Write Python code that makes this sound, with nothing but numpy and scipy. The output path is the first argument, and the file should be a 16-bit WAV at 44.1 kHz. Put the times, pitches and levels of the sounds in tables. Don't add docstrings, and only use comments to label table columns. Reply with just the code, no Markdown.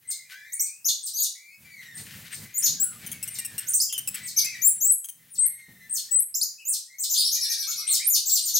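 import sys
import numpy as np
from scipy import signal
from scipy.fft import rfft, irfft, next_fast_len
from scipy.io import wavfile
from scipy.ndimage import uniform_filter1d

SR = 44100
rng = np.random.default_rng(int(sys.argv[2]) if len(sys.argv) > 2 else 0)


def put_to_file(sound):
    columns = np.atleast_2d(sound).T
    safe = np.clip(columns, -1, 1)
    whole_steps = np.round(safe * 32767)
    wavfile.write(sys.argv[1], SR, whole_steps.astype(np.int16))


N = 378819
TIME = np.arange(N) / SR
TOP_HZ = 16000

# f/Hz, level/dB
AIR_EQ = [(1300, -7.5), (2100, -2), (3000, -18.5), (9000, 1.5), (16000, 6.5)]
# t/s, length/s, level/dB
SHUFFLES = [(0, 0.055, -63.5), (1.568, 0.69, -59.5), (1.935, 1.065, -54.5), (2.981, 0.69, -53),
            (3.94, 0.61, -54.5), (5.123, 0.85, -65.5), (7.56, 0.41, -69.5), (8.376, 0.13, -61)]
# f/Hz, level/dB
RUMBLE_EQ = [(25, -27), (60, -12), (110, 2), (190, 0), (330, -15.5), (900, -21.5), (3000, -21.5),
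             (10000, -17.5)]
# t/s, level/dB
SCUFFS = [(.285, -41), (2.096, -45), (4.128, -37)]
# f/Hz, level/dB
SOIL_EQ = [(120, -45), (900, -19), (1800, 6), (7000, -6.5), (15000, -8)]
# t/s, length/s, start f/Hz, end f/Hz, level/dB
WHISTLES = [ (.043, 0.4, 2157, 1960, -59.5), (.303, .25, 1470, 2040, -59.5), (.441, 0.27, 2045, 2400, -60),
            (1.347, 0.21, 1946, 2263, -57.5), (1.643, .18, 2370, 2090, -55.5),
            (1.758, 0.23, 1980, 1770, -57.5), (2.404, 0.19, 1984, 2186, -60),
            (2.767, .17, 1637, 1342, -62.5), (3.0, 0.41, 2243, 2060, -61), (3.38, 0.26, 1948, 1662, -56.5),
            (3.888, 0.086, 3256, 3065, -49.5), (4.174, 0.11, 2273, 2180, -55.5),
            (4.355, 0.22, 2314, 1983, -48.5), (5.185, 0.057, 2040, 1995, -68), (5.42, .52, 2178, 1966, -62),
            (6.083, 0.094, 1843, 1990, -61), (6.578, 0.056, 2625, 2446, -53.5),
            (6.872, 0.07, 1873, 1960, -59), (7.362, 0.23, 1972, 1796, -56), (7.342, .6, 2410, 2122, -58),
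            (7.99, 0.054, 1920, 2630, -45)]
# crest t/s, fall/s, crest f/Hz, level/dB
PLUNGES = [ (0.097, .019, 8740, -34.5), (0.657, 0.0063, 8860, -41), (1.05, .025, 8900, -34.5),
           (1.219, 0.028, 6850, -32), (1.968, .011, 8910, -42), (2.337, .01, 8710, -41.5),
           (3.332, 0.025, 9200, -41.5), (3.774, 0.014, 8960, -42), (4.255, 0.033, 8490, -39),
           (5.325, 0.034, 9680, -48.5), (5.918, 0.059, 8700, -32.5), (6.706, .038, 8550, -31.5),
           (7.891, 0.064, 8910, -26.5), (8.121, 0.037, 7240, -24.5), (8.326, 0.044, 7630, -26),
           (8.437, .046, 8770, -37), (8.474, 0.018, 7150, -30.5)]
# t/s, length/s, crest f/Hz, level/dB
CHATTER = [ (0.845, 0.044, 6815, -27), (1.161, .03, 4900, -39.5), (2.623, 0.042, 6825, -26),
           (4.363, 0.026, 6340, -25.5), (6.983, 0.06, 8400, -33.5), (7.089, 0.057, 7300, -29),
           (7.161, 0.048, 5080, -26.5), (7.235, 0.038, 5540, -30), (7.304, 0.05, 6700, -30.5),
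           (7.401, 0.043, 5700, -31.5), (7.484, 0.039, 6460, -31), (7.572, 0.055, 6000, -35.5),
           (7.664, 0.051, 7080, -34.5), (7.759, 0.041, 5910, -35), (7.867, 0.053, 4315, -38.5),
           (8.255, 0.043, 7740, -30.5), (8.537, 0.026, 6670, -24)]
# t/s, climb/s, start f/Hz, held f/Hz, end level/dB, swell/dB, pan (left minus right)/dB
FLICKS = [ (.521, .009, 5500, 6560, -24, 20.5, 2), (0.595, 0.0074, 5350, 5940, -20, 7, -0.5),
          (1.126, 0.097, 5250, 6710, -25, 12, 2.5), (2.536, 0.042, 6480, 6930, -20.5, 22, 3),
          (2.796, .037, 7170, 7790, -21.5, 5.5, 7.5), (3.666, 0.016, 4930, 6570, -20, 27.5, -3.5),
          (3.735, 0.00301, 5400, 6090, -17.5, 9, -7.5), (3.8, 0.013, 4270, 5250, -26, -3.5, -4),
          (4.613, 0.061, 5410, 7450, -8.5, 23.5, 8.5), (4.801, 0.11, 5520, 8030, -15.5, 10.5, 6),
          (5.376, 0.079, 7840, 8310, -20.5, 1, 8.5), (6.107, 0.086, 7700, 8110, -19, 3.5, 6.5),
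          (6.342, 0.0039, 4750, 5240, -23, 9.5, -5.5), (6.412, 0.014, 3710, 4970, -24.5, -0.5, 4.5),
          (6.648, 0.035, 5800, 7110, -23.5, 19, -4), (8.036, .031, 8170, 8850, -16.5, 22.5, -5.5)]
# t/s, level/dB
THUMPS = [(2.687, -42.5), (3.031, -48.5), (5.682, -53)]
# f/Hz, level/dB
THUMP_EQ = [(50, -22), (110, -4.5), (180, 1), (300, -14), (900, -26.5), (3000, -45)]
# t/s, f/Hz, level/dB
PIPS = [ (3.063, 3110, -35), (3.115, 3276, -32.5), (3.227, 2690, -30), (3.276, 2930, -33),
        (3.386, 2830, -29), (3.448, 2760, -30), (3.58, 2840, -27), (3.925, 3380, -28), (3.978, 2995, -26.5),
        (4.074, 2634, -26), (4.143, 2660, -31.5), (4.445, 2480, -29), (5.043, 3275, -35.5),
        (5.086, 3166, -35)]
# f/Hz, level/dB
THROAT_EQ = [(2800, -11.5), (5600, -12), (8400, 2), (11500, -4), (14500, -6)]


def undb(db):
    return 10 ** (np.asarray(db) / 20)


def unit(x):
    return x / np.sqrt(np.mean(x ** 2))


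def clock(length):
    return np.arange(int(length * SR)) / SR


def add(track, start, sound):
    i = max(int(start * SR), 0)
    part = sound[..., :N - i]
    track[..., i:i + part.shape[-1]] += part


def curve_db(hz, curve):
    f, db = np.transpose(curve)
    return np.interp(np.log(np.maximum(hz, 1)), np.log(f), db)


def eq(x, curve):
    n = x.shape[-1]
    size = next_fast_len(2 * n)
    hz = np.arange(size // 2 + 1) * SR / size
    shaped = rfft(x, size) * undb(curve_db(hz, curve))
    return unit(irfft(shaped, size)[..., :n])


def wander(t, rate):
    knots = rng.standard_normal(int(t[-1] * rate) + 2)
    return np.interp(t * rate, np.arange(len(knots)), knots)


def stereo_noise(n, side_db):
    mid, side = rng.standard_normal((2, n))
    return unit(mid + undb(side_db) * side * np.array([[1], [-1]]))


def pan(db):
    return undb(np.array([[db], [-db]]) / 2)


def fade(t, attack, release):
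    ramp = np.clip(np.minimum(t / attack, (t[-1] - t) / release), 0, 1)
    return np.sin(np.pi / 2 * ramp) ** 2


def air(level_db=-58):
    low_cut = signal.butter(2, 90, "high", fs=SR, output="sos")
    hiss = signal.sosfilt(low_cut, stereo_noise(N, side_db=-13))
    return eq(hiss, AIR_EQ) * undb(level_db + 2 * wander(TIME, 12))


def shuffling(attack_s=.065, release_s=.17, rest_db=-82):
    envelope = np.full(N, undb(rest_db))
    for start, length, db in SHUFFLES:
        attack = np.clip((TIME - start) / attack_s, 0, 1)
        release = np.exp(-np.maximum(TIME - start - length, 0) / release_s)
        envelope += undb(db) * attack * release
    return envelope


def rumble():
    envelope = shuffling() * undb(4 * wander(TIME, 18))
    return eq(stereo_noise(N, side_db=-20), RUMBLE_EQ) * envelope


def soil(crackle_db=-2, flicker_db=5):
    pressure = shuffling() * undb(crackle_db + flicker_db * wander(TIME, 30))
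    t = clock(.1)
    for start, db in SCUFFS:
        add(pressure, start, undb(db - 3 + 2 * wander(t, 200)) * fade(t, .03, .07))
    grains = rng.standard_normal(N) * undb(3.5 * rng.exponential(size=N).clip(0, 6))
    return eq(grains, SOIL_EQ) * pressure


def voice(t, hz, overtone_db, jitter, jitter_rate, rolloff_db):
    hz = hz * (1 + jitter * wander(t, jitter_rate))
    phase = 2 * np.pi * np.cumsum(hz) / SR
    tone = np.sin(phase)
    for k in range(2, 5):
        in_range = np.clip((TOP_HZ - k * hz) / 600, 0, 1)
        tone += undb(overtone_db + (k - 2) * rolloff_db) * in_range * np.sin(k * phase)
    return np.sqrt(2) * tone


def whistles(detune=.12):
    out = np.zeros(N)
    run = [(7.661 + k * .115, .064, 1070, 1508, -63.5) for k in range(3)]
    for start, length, start_hz, end_hz, db in WHISTLES + run:
        t = clock(length)
        glide = start_hz + (end_hz - start_hz) * t / length
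        for double in (0, 1):
            tuning = 1 + double * rng.choice([-1, 1]) * detune
            hz = tuning * glide * (1 + .02 * wander(t, 35.25))
            tone = voice(t, hz, overtone_db=-12, jitter=.018, jitter_rate=500, rolloff_db=-2)
            delay = double * rng.random() * length / 2
            effort = undb(db - 5 * double + 5 * wander(t, 35))
            add(out, start + delay, effort * tone * fade(t, .012, .012))
    return out


def arch(rise, fall, start_hz, crest_hz, landing_hz, overtone_db, send_db, trail_share=.24):
    t = clock(rise + fall * (1 + trail_share))
    to_crest = (1 - np.clip(t / rise, 0, 1)) ** 2
    falling = np.clip((t - rise) / fall, 0, 1)
    trailing = np.clip((t - rise - fall) / (fall * trail_share), 0, 1)
    hz = crest_hz + (start_hz - crest_hz) * to_crest + (landing_hz - crest_hz) * falling ** 1.5
    hz *= 1 - .39 * trailing
    effort = undb(-9 * to_crest - falling - 30 * trailing + 2 * wander(t, 161))
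    tone = voice(t, hz, overtone_db, jitter=.008 + .05 * falling, jitter_rate=1300, rolloff_db=-7)
    call = effort * fade(t, .002, .002) * tone
    direct = call * (1 - falling / 2) * undb(-1.1)
    return np.array([direct, call * undb(send_db)])


def arch_calls(lead_s=.023, rise_share=.54, climb_hz_per_s=80000):
    out = np.zeros((2, N))
    for crest, fall, hz, db in PLUNGES:
        call = arch(lead_s, fall, .92 * hz, hz, landing_hz=3964, overtone_db=-2.5, send_db=5)
        add(out, crest - lead_s, undb(db) * call)
    for start, length, hz, db in CHATTER:
        rise = rise_share * length
        start_hz = hz - climb_hz_per_s * rise
        call = arch(rise, length - rise, start_hz, hz, landing_hz=3800, overtone_db=-4.5, send_db=7)
        add(out, start, undb(db) * call)
    direct, send = out
    return direct * pan(6.3), send


def flick_calls(flick_s=.015, leap_ratio=1.437, send_db=-1.5, throw_db=4):
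    direct, send = np.zeros((2, N)), np.zeros(N)
    for start, climb, start_hz, held_hz, db, swell_db, pan_db in FLICKS:
        t = clock(climb + flick_s)
        climbing = np.clip(t / climb, 0, 1)
        flicking = np.clip((t - climb) / flick_s, 0, 1)
        hz = held_hz + (start_hz - held_hz) * (1 - climbing) ** 2.9
        hz += held_hz * (leap_ratio - 1) * np.sin(np.pi / 2 * flicking) ** 1.244
        effort = undb(db - swell_db * (1 - t / t[-1]) + wander(t, 167))
        tone = voice(t, hz, overtone_db=-3, jitter=.0015, jitter_rate=300, rolloff_db=-25)
        call = effort * fade(t, .2 * climb, .002) * tone
        add(direct, start, call * pan(pan_db))
        depth_db = -.5 * pan_db
        add(send, start, call * undb(send_db + depth_db + throw_db * flicking))
    return direct, send


def thumps(decay_s=.09):
    out, t = np.zeros(N), clock(.45)
    envelope = fade(t, .003, .05) * np.exp(-t / decay_s)
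    for start, db in THUMPS:
        add(out, start, undb(db) * eq(rng.standard_normal(len(t)), THUMP_EQ) * envelope)
    return out


def pips(length_s=.018, sag=.04, snap_db=-1.5, snap_decay_s=.009):
    out, t = np.zeros(N), clock(length_s)
    rasp = .012 + .05 * np.exp(-t / .003)
    snap_eq = SOIL_EQ[:2] + THROAT_EQ
    snap_envelope = undb(snap_db) * np.exp(-t / snap_decay_s)
    for start, pitch_hz, db in PIPS:
        hz = pitch_hz * (1 - sag * (t / length_s) ** 3.2) * (1 + rasp * wander(t, 1600))
        phase = 2 * np.pi * np.cumsum(hz) / SR
        harmonics = sum(undb(curve_db(k * hz, THROAT_EQ)) * np.sin(k * phase) for k in range(1, 7))
        snap = eq(rng.standard_normal(len(t)), snap_eq) * snap_envelope
        add(out, start, undb(db) * (unit(harmonics) + snap) * fade(t, .001, .00066))
    return out


def walls(send, t60_s=.35, build_s=.0032, crossover_hz=8000, treble_loss=.66):
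    t = clock(.6)
    noise = stereo_noise(len(t), side_db=-6.5)
    low_pass = signal.butter(2, crossover_hz, fs=SR, output="sos")
    high_pass = signal.butter(2, crossover_hz, "high", fs=SR, output="sos")
    decay = np.log(1000) * t / t60_s
    low = signal.sosfilt(low_pass, noise) * np.exp(-decay)
    high = signal.sosfilt(high_pass, rng.permutation(noise, axis=1)) * np.exp(-decay * (1 + treble_loss))
    tail = (low + high) * (1 - np.exp(-t / build_s))
    impulse = unit(tail) / np.sqrt(len(t)) * pan(1)
    return signal.fftconvolve(send[None], impulse, axes=1)[:, :N]


def scene():
    flicks, flick_send = flick_calls()
    arches, arch_send = arch_calls()
    near, far = pips() + soil(), whistles()
    direct = flicks + arches + near * pan(4) + undb(2) * far * pan(1.6)
    reverb = walls(flick_send + arch_send + undb(-9) * near + far)
    return direct + reverb + rumble() + thumps() + air()


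def record(dry, limit_db=-13):
    power = uniform_filter1d(np.mean(dry ** 2, axis=0), size=130)
    limited = dry / (1 + (power / undb(limit_db) ** 2) ** 2) ** (1 / 4)
    return signal.sosfilt(signal.ellip(10, .2, 80, TOP_HZ, fs=SR, output="sos"), limited)


dry = scene()
out = record(dry)
put_to_file(out)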